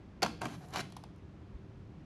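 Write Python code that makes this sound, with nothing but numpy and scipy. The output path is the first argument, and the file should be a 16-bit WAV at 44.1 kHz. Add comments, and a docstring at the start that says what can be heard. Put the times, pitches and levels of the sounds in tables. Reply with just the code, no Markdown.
"""A ribbed plastic tray is drawn out of a machine's base, heard on one microphone in a quiet room.
Ventilation rumbles from the start. At 0.2 s the catch snaps; the tray then knocks and scrapes along
its guides, and the shell's resonances shift as it travels. Free by 0.8 s, it ticks lightly in the hand,
each contact trailed by a short room tail. At 1.5 s comes one soft low bump, then only the ventilation."""
import sys
import numpy as np
from scipy import signal
from scipy.fft import rfft, irfft
from scipy.io import wavfile

SR = 44100
rng = np.random.default_rng(int(sys.argv[2]) if len(sys.argv) > 2 else 0)


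def unload_wav(signal):
    """Save mono or channel-first audio to the path in sys.argv[1] as 16-bit WAV at rate SR, clipped to [-1, 1]."""
    wavfile.write(
        sys.argv[1],
        SR,
        np.round(np.clip(np.atleast_2d(signal).T, -1, 1) * 32767).astype(np.int16),
    )


N = 90404
TIME, FREQS_HZ = np.arange(N) / SR, np.fft.rfftfreq(N, 1 / SR)
BAND_EDGES_HZ = 70 * 2 ** np.arange(0, 7.9, 1 / 3)
PIVOT_HZ = 1000  # brightness tilts turn about this pitch
LATCHED_S, HALF_OUT_S, AT_LIP_S = 0.29, 0.41, 0.76  # the tray's travel

# tray striking the housing: start_s, level_db, tilt_db_per_octave, ring_ratio, spot_hz, spot_db
KNOCKS = [(0.2209, -15.5, 1.5, 1.0, 2300, -27.5), (0.2244, -9.5, -2.5, 1.2, 710, -25),
          (0.2297, -7, 1.22, 0.67, 4430, -17.5), (.2322, -6, 0, 0.62, 750, -24.5),
          (0.247, -15, -1, 0.77, 209, -32), (0.262, -16, 0, 0.57, 1080, -23),
          (0.4166, -14.5, -0.5, 0.54, 690, -30), (0.434, -21.5, -6.5, 3.3, 725, -28),
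          (0.443, -30, -9.5, 1.1, 1080, -37), (0.4544, -13, -1, 0.68, 1040, -39),
          (0.7367, -27, 2.5, 1.1, 880, -34), (0.7590, -14, 0.5, 0.7, 1130, -23.5),
          (0.7723, -23.5, -5, 1.2, 4150, -32), (0.7831, -29, 4, 0.7, 1420, -36),
          (0.7936, -20, -3.5, 1, 1890, -27.5), (0.803, -25, 1, 1.9, 270, -38.5)]
# dense resonances of tray and housing: pitch_hz, density_db, t60_s
KNOCK_BODY = [(86, -17.5, 0.41), (169, 1.5, 0.27), (350, 4.5, 0.043), (497, 1.5, 0.018), (686, 9, 0.031),
              (967, -10, 0.16), (1425, 7.5, 0.011), (1870, -14, 0.093), (2740, -1, 0.021),
              (3500, -12, 0.17), (4860, -12, 0.026), (6990, -13.5, 0.048), (8420, -25, 0.028),
              (12350, -13.5, 0.029), (14800, -65, 0.019)]
# tray modes that stand out: pitch_hz, level_db, t60_s
TRAY_MODES = [(172, -30.5, 0.042), (309.3, -36.5, 0.19), (388, -32, 0.048), (678, -41.5, 0.063),
              (719, -25, 0.052), (752, -25.5, 0.052), (900, -30.5, 0.039), (1056, -37, 0.059),
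              (1290, -34.5, 0.043), (1420, -38.5, 0.05), (1560, -34.5, 0.057), (2690, -42, 0.065),
              (3050, -31.5, 0.018), (4510, -30, 0.018)]
# tray sliding on its guides: start_s, end_s, level_db, tilt_db_per_octave, rumble_db, attack_s
SCRAPES = [(0.408, 0.471, -46, -1, -53.5, 0.0083), (0.471, 0.557, -54, 0, -61, 0.014),
           (0.52, 0.744, -72, 8, -67, 0.0078), (0.594, 0.654, -55, -3.5, -79, 0.023),
           (0.663, 0.732, -52.5, -8, -72, 0.047), (0.719, 0.772, -43, -1.3, -67, 0.026),
           (0.761, 0.795, -42.5, 0.2, -58, 0.008), (0.794, 0.809, -41, 1, -49, 0.0058)]
# spectrum of the sliding friction: pitch_hz, density_db
SCRAPE_COLOUR = [(100, -40), (250, 0.5), (500, -2.5), (750, 6), (1400, -3), (2000, -5), (2900, -13.5),
                 (4300, -13), (5500, -10.5), (8500, -25), (11000, -17.5), (13000, -27.5)]
# shell's peaks and dips at three tray positions: centre_hz, width_hz, boost_db
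SHELL_LATCHED = [(722, 140, 2), (930, 160, 5.5), (1450, 174, 4), (1880, 186, 1.5), (2190, 97, 4.5),
                 (2900, 400, 4.5), (3810, 250, 1), (4620, 530, 5.5), (5750, 760, 5.5), (7200, 490, 6.5)]
SHELL_HALF_OUT = [(537, 72, -12), (740, 110, 2), (1070, 76, 7), (1580, 70, 4), (1820, 240, -3),
                  (2370, 120, 5.5), (2720, 210, 4.5), (5330, 560, -8), (6350, 300, 6.5), (7400, 550, 6),
                  (9000, 900, 5.5)]
SHELL_AT_LIP = [(570, 310, -3), (1170, 50, 3), (1600, 170, 5), (2367, 58, 8), (2870, 150, 8), (3004, 77, 8),
                (4030, 290, 9.5), (4500, 350, 1.5), (5550, 160, 4), (6080, 330, 5), (7280, 410, 8),
                (9150, 350, 4.5)]
# tray ticking in the hand: start_s, level_db, tilt_db_per_octave, pitch_ratio, ping_hz
TICKS = [(.659, -44.5, 4, 1, 5440), (0.6856, -46.5, 6.5, 1, 7440), (0.7068, -46.5, 7, 1, 6300),
         (.902, -42, 4, 0.95, 5560), (0.9223, -30.5, 4, 0.9, 3200), (0.9660, -21, 1.8, 0.95, 4100),
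         (0.968, -34.5, 5.5, 1, 3160), (1.0379, -25.5, 2.1, 0.9, 4780), (1.161, -57.5, 6.5, 0.98, 6240),
         (1.181, -55, 4, 1, 5200)]
# resonances of the held tray: pitch_hz, density_db, t60_s
TICK_BODY = [(289, 2, 0.012), (640, 2, 0.017), (830, 12, 0.01), (1080, 9.5, 0.0094), (1390, -11, 0.0096),
             (1880, -7, 0.032), (2900, -11.5, 0.077), (5460, -11.5, 0.019), (8000, -22.5, 0.012),
             (10400, -18.5, 0.012), (14000, -31, 0.0084)]
# room tail against the direct sound at the microphone: pitch_hz, level_db, t60_s
ROOM_TAIL = [(102, 3.5, 0.5), (393, -8, 0.42), (648, -9.5, 0.35), (1048, -10.5, 0.26), (2913, -7, 0.47),
             (5730, -12, 0.44), (8930, -7.5, .31), (12300, -17, 0.36)]
# spectrum of the ventilation: pitch_hz, density_db
VENT_AIR = [(21, -44.5), (35, -5.5), (87, 0.5), (147, -2), (198, -3), (247, -11.5), (317, -7.5), (386, -17),
            (416, -19), (483, -18.5), (773, -22.5), (853, -25.5), (966, -24.5), (2130, -33), (2800, -35.5),
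            (6340, -47), (8120, -54.5), (10100, -59), (13000, -66.5)]
# hum of the ventilation: pitch_hz, level_db
VENT_HUM = [(98, -65.5), (129, -65.5), (389, -68)]


def knocks(body_db=9, modes_db=-3, spot_cycles=9):
    """The catch snaps, the tray hits its guides; each spot has its pitch, firm contacts damp the ring."""
    out = np.zeros(N)
    for start_s, level_db, tilt_db, ring_ratio, spot_hz, spot_db in KNOCKS:
        body = from_db(body_db) * dense_ring(np.array(KNOCK_BODY) * [1, 1, ring_ratio], tilt_db)
        modes = from_db(modes_db) * tray_modes(tilt_db)
        spot = from_db(spot_db) * ping(spot_hz, spot_cycles / spot_hz)
        add(out, start_s, from_db(level_db) * (body + modes) + spot)
    return out


def scrapes(slips_per_s=11000, slip_spread_db=2.2, release_s=0.0051, modes_db=-19):
    """Dense tiny slips shake the tray while it slides, and the housing rumbles."""
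    out = np.zeros(N)
    for start_s, end_s, level_db, tilt_db, rumble_db, attack_s in SCRAPES:
        slips = (rng.random(N) < slips_per_s / SR) * rng.choice([-1, 1], N)
        slips = slips * from_db(slip_spread_db * np.minimum(rng.exponential(1, N), 4))
        colour_db = at_hz(SCRAPE_COLOUR, FREQS_HZ) + tilt(tilt_db, np.maximum(FREQS_HZ, 100))
        grit = filtered(slips, from_db(colour_db))
        rumble = narrow_band(slips, centre_hz=151, width_hz=71)
        attack = np.clip((TIME - start_s) / attack_s, 0, 1)
        stroke = attack * np.exp(-np.maximum(TIME - end_s, 0) / release_s)
        ringing = from_db(modes_db) * signal.fftconvolve(stroke * slips, tray_modes(tilt_db))[:N]
        out += from_db(level_db) * (stroke * grit + ringing) / grit.std()
        out += from_db(rumble_db) * stroke * rumble
    return out


def tray_modes(tilt_db, spread_db=2):
    """The tray's clear modes ring with a new strength and sign at each contact."""
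    out = 0
    for hz, level_db, t60_s in TRAY_MODES:
        strength = from_db(level_db + tilt(tilt_db, hz) + spread_db * rng.standard_normal())
        out += strength * rng.choice([-1, 1]) * ping(hz, t60_s)
    return out


def shell(contacts):
    """The shell's resonances crossfade through three colours as the tray leaves its slot."""
    out = np.zeros(N)
    for table, position in zip((SHELL_LATCHED, SHELL_HALF_OUT, SHELL_AT_LIP), np.eye(3)):
        fade = np.interp(TIME, [LATCHED_S, HALF_OUT_S, AT_LIP_S], position)
        bells = [1 + (from_db(db) - 1) / (1 + 2j * (FREQS_HZ - hz) / width) for hz, width, db in table]
        out += filtered(contacts * fade, np.prod(bells, axis=0))
    return out


def ticks(body_db=6, ping_db=-29.5):
    """The tray ticks in the hand: a hollow tap with a small high ping."""
    out = np.zeros(N)
    for start_s, level_db, tilt_db, pitch_ratio, ping_hz in TICKS:
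        tap = from_db(body_db) * dense_ring(np.array(TICK_BODY) * [pitch_ratio, 1, 1], tilt_db)
        high = from_db(ping_db + tilt(tilt_db, ping_hz)) * ping(ping_hz, t60_s=0.012)
        add(out, start_s, from_db(level_db) * (tap + high))
    return out


def bump(peak_s=1.549, pitch_hz=53.6, level_db=-35, width_s=0.0098):
    """A soft, low handling bump of a few cycles."""
    t = TIME - peak_s
    return from_db(level_db) * np.exp(-np.abs(t) / width_s) * np.cos(2 * np.pi * pitch_hz * t)


def room_tail(sound):
    """The room's reflections reach the microphone and die within about half a second."""
    return signal.fftconvolve(sound, dense_ring(ROOM_TAIL, build_s=0.0034, size=26000))[:N]


def ventilation(air_db=-51.5, hum_width_hz=17.7):
    """Room tone: a steady rumble of air, with narrow noise bands as a faint wavering hum."""
    air = rms_one(filtered(rng.standard_normal(N), from_db(at_hz(VENT_AIR, FREQS_HZ))))
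    hum = sum(from_db(db) * narrow_band(rng.standard_normal(N), hz, hum_width_hz) for hz, db in VENT_HUM)
    return from_db(air_db) * air + hum


def dense_ring(table, tilt_db=0, build_s=0.000067, size=9000):
    """Many close resonances: third-octave noise bands, each dying at its own rate."""
    t, out = TIME[:size], np.zeros(size)
    onset = 1 - np.exp(-t / build_s)
    for low, high in zip(BAND_EDGES_HZ, BAND_EDGES_HZ[1:]):
        hz = np.sqrt(low * high)
        decay = from_db(-60 * t / at_hz(table, hz, column=2))
        burst = rng.standard_normal(size) * decay * onset
        band = signal.sosfilt(signal.butter(2, [low, high], "band", fs=SR, output="sos"), burst + 1e-18)
        unit_density = rms_one(band) * np.sqrt(2 * (high - low) / SR / size)
        out += unit_density * from_db(at_hz(table, hz) + tilt(tilt_db, hz))
    return out


def ping(hz, t60_s, size=9000):
    """One dying sine of height 1."""
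    t = TIME[:size]
    return np.exp(-np.log(1000) * t / t60_s) * np.sin(2 * np.pi * hz * t)


def narrow_band(x, centre_hz, width_hz):
    """Pass a sound through one bell-shaped resonance, at rms 1."""
    return rms_one(filtered(x, 1 / (1 + (2 * (FREQS_HZ - centre_hz) / width_hz) ** 2)))


def filtered(x, response):
    """Apply a gain at each frequency."""
    return irfft(rfft(x) * response, N)


def tilt(db_per_octave, hz):
    """Decibels that a brightness slope adds at this pitch."""
    return db_per_octave * np.log2(hz / PIVOT_HZ)


def from_db(db):
    """Decibels to gain."""
    return 10 ** (np.asarray(db) / 20)


def rms_one(x):
    """Scale to rms 1."""
    return x / np.sqrt(np.mean(x ** 2) + 1e-20)


def at_hz(table, hz, column=1):
    """Read a table column on a log-frequency axis."""
    table = np.array(table)
    return np.interp(np.log(hz + 1e-9), np.log(table[:, 0]), table[:, column])


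def add(out, start_s, sound):
    """Mix a sound in from start_s."""
    start = max(int(start_s * SR), 0)
    out[start:start + len(sound)] += sound[:N - start]


def scene(shell_share=0.34):
    """At the microphone: the tray direct, its room tail, the bump and the ventilation."""
    contacts, taps = knocks() + scrapes(), ticks()
    direct = shell(contacts)
    # only part of the shell's colour survives in the room tail
    diffuse = shell_share * direct + (1 - shell_share) * contacts + taps
    return (direct + taps + room_tail(diffuse) + bump() + ventilation())[None]


def record(dry, low_cut_hz=36, high_cut_hz=12900):
    """The microphone loses the deepest bass; the top is cut steeply."""
    thin = signal.sosfilt(signal.butter(2, low_cut_hz, "high", fs=SR, output="sos"), dry)
    return signal.sosfilt(signal.ellip(8, .2, 80, high_cut_hz, fs=SR, output="sos"), thin)


dry = scene()
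out = record(dry)
unload_wav(out)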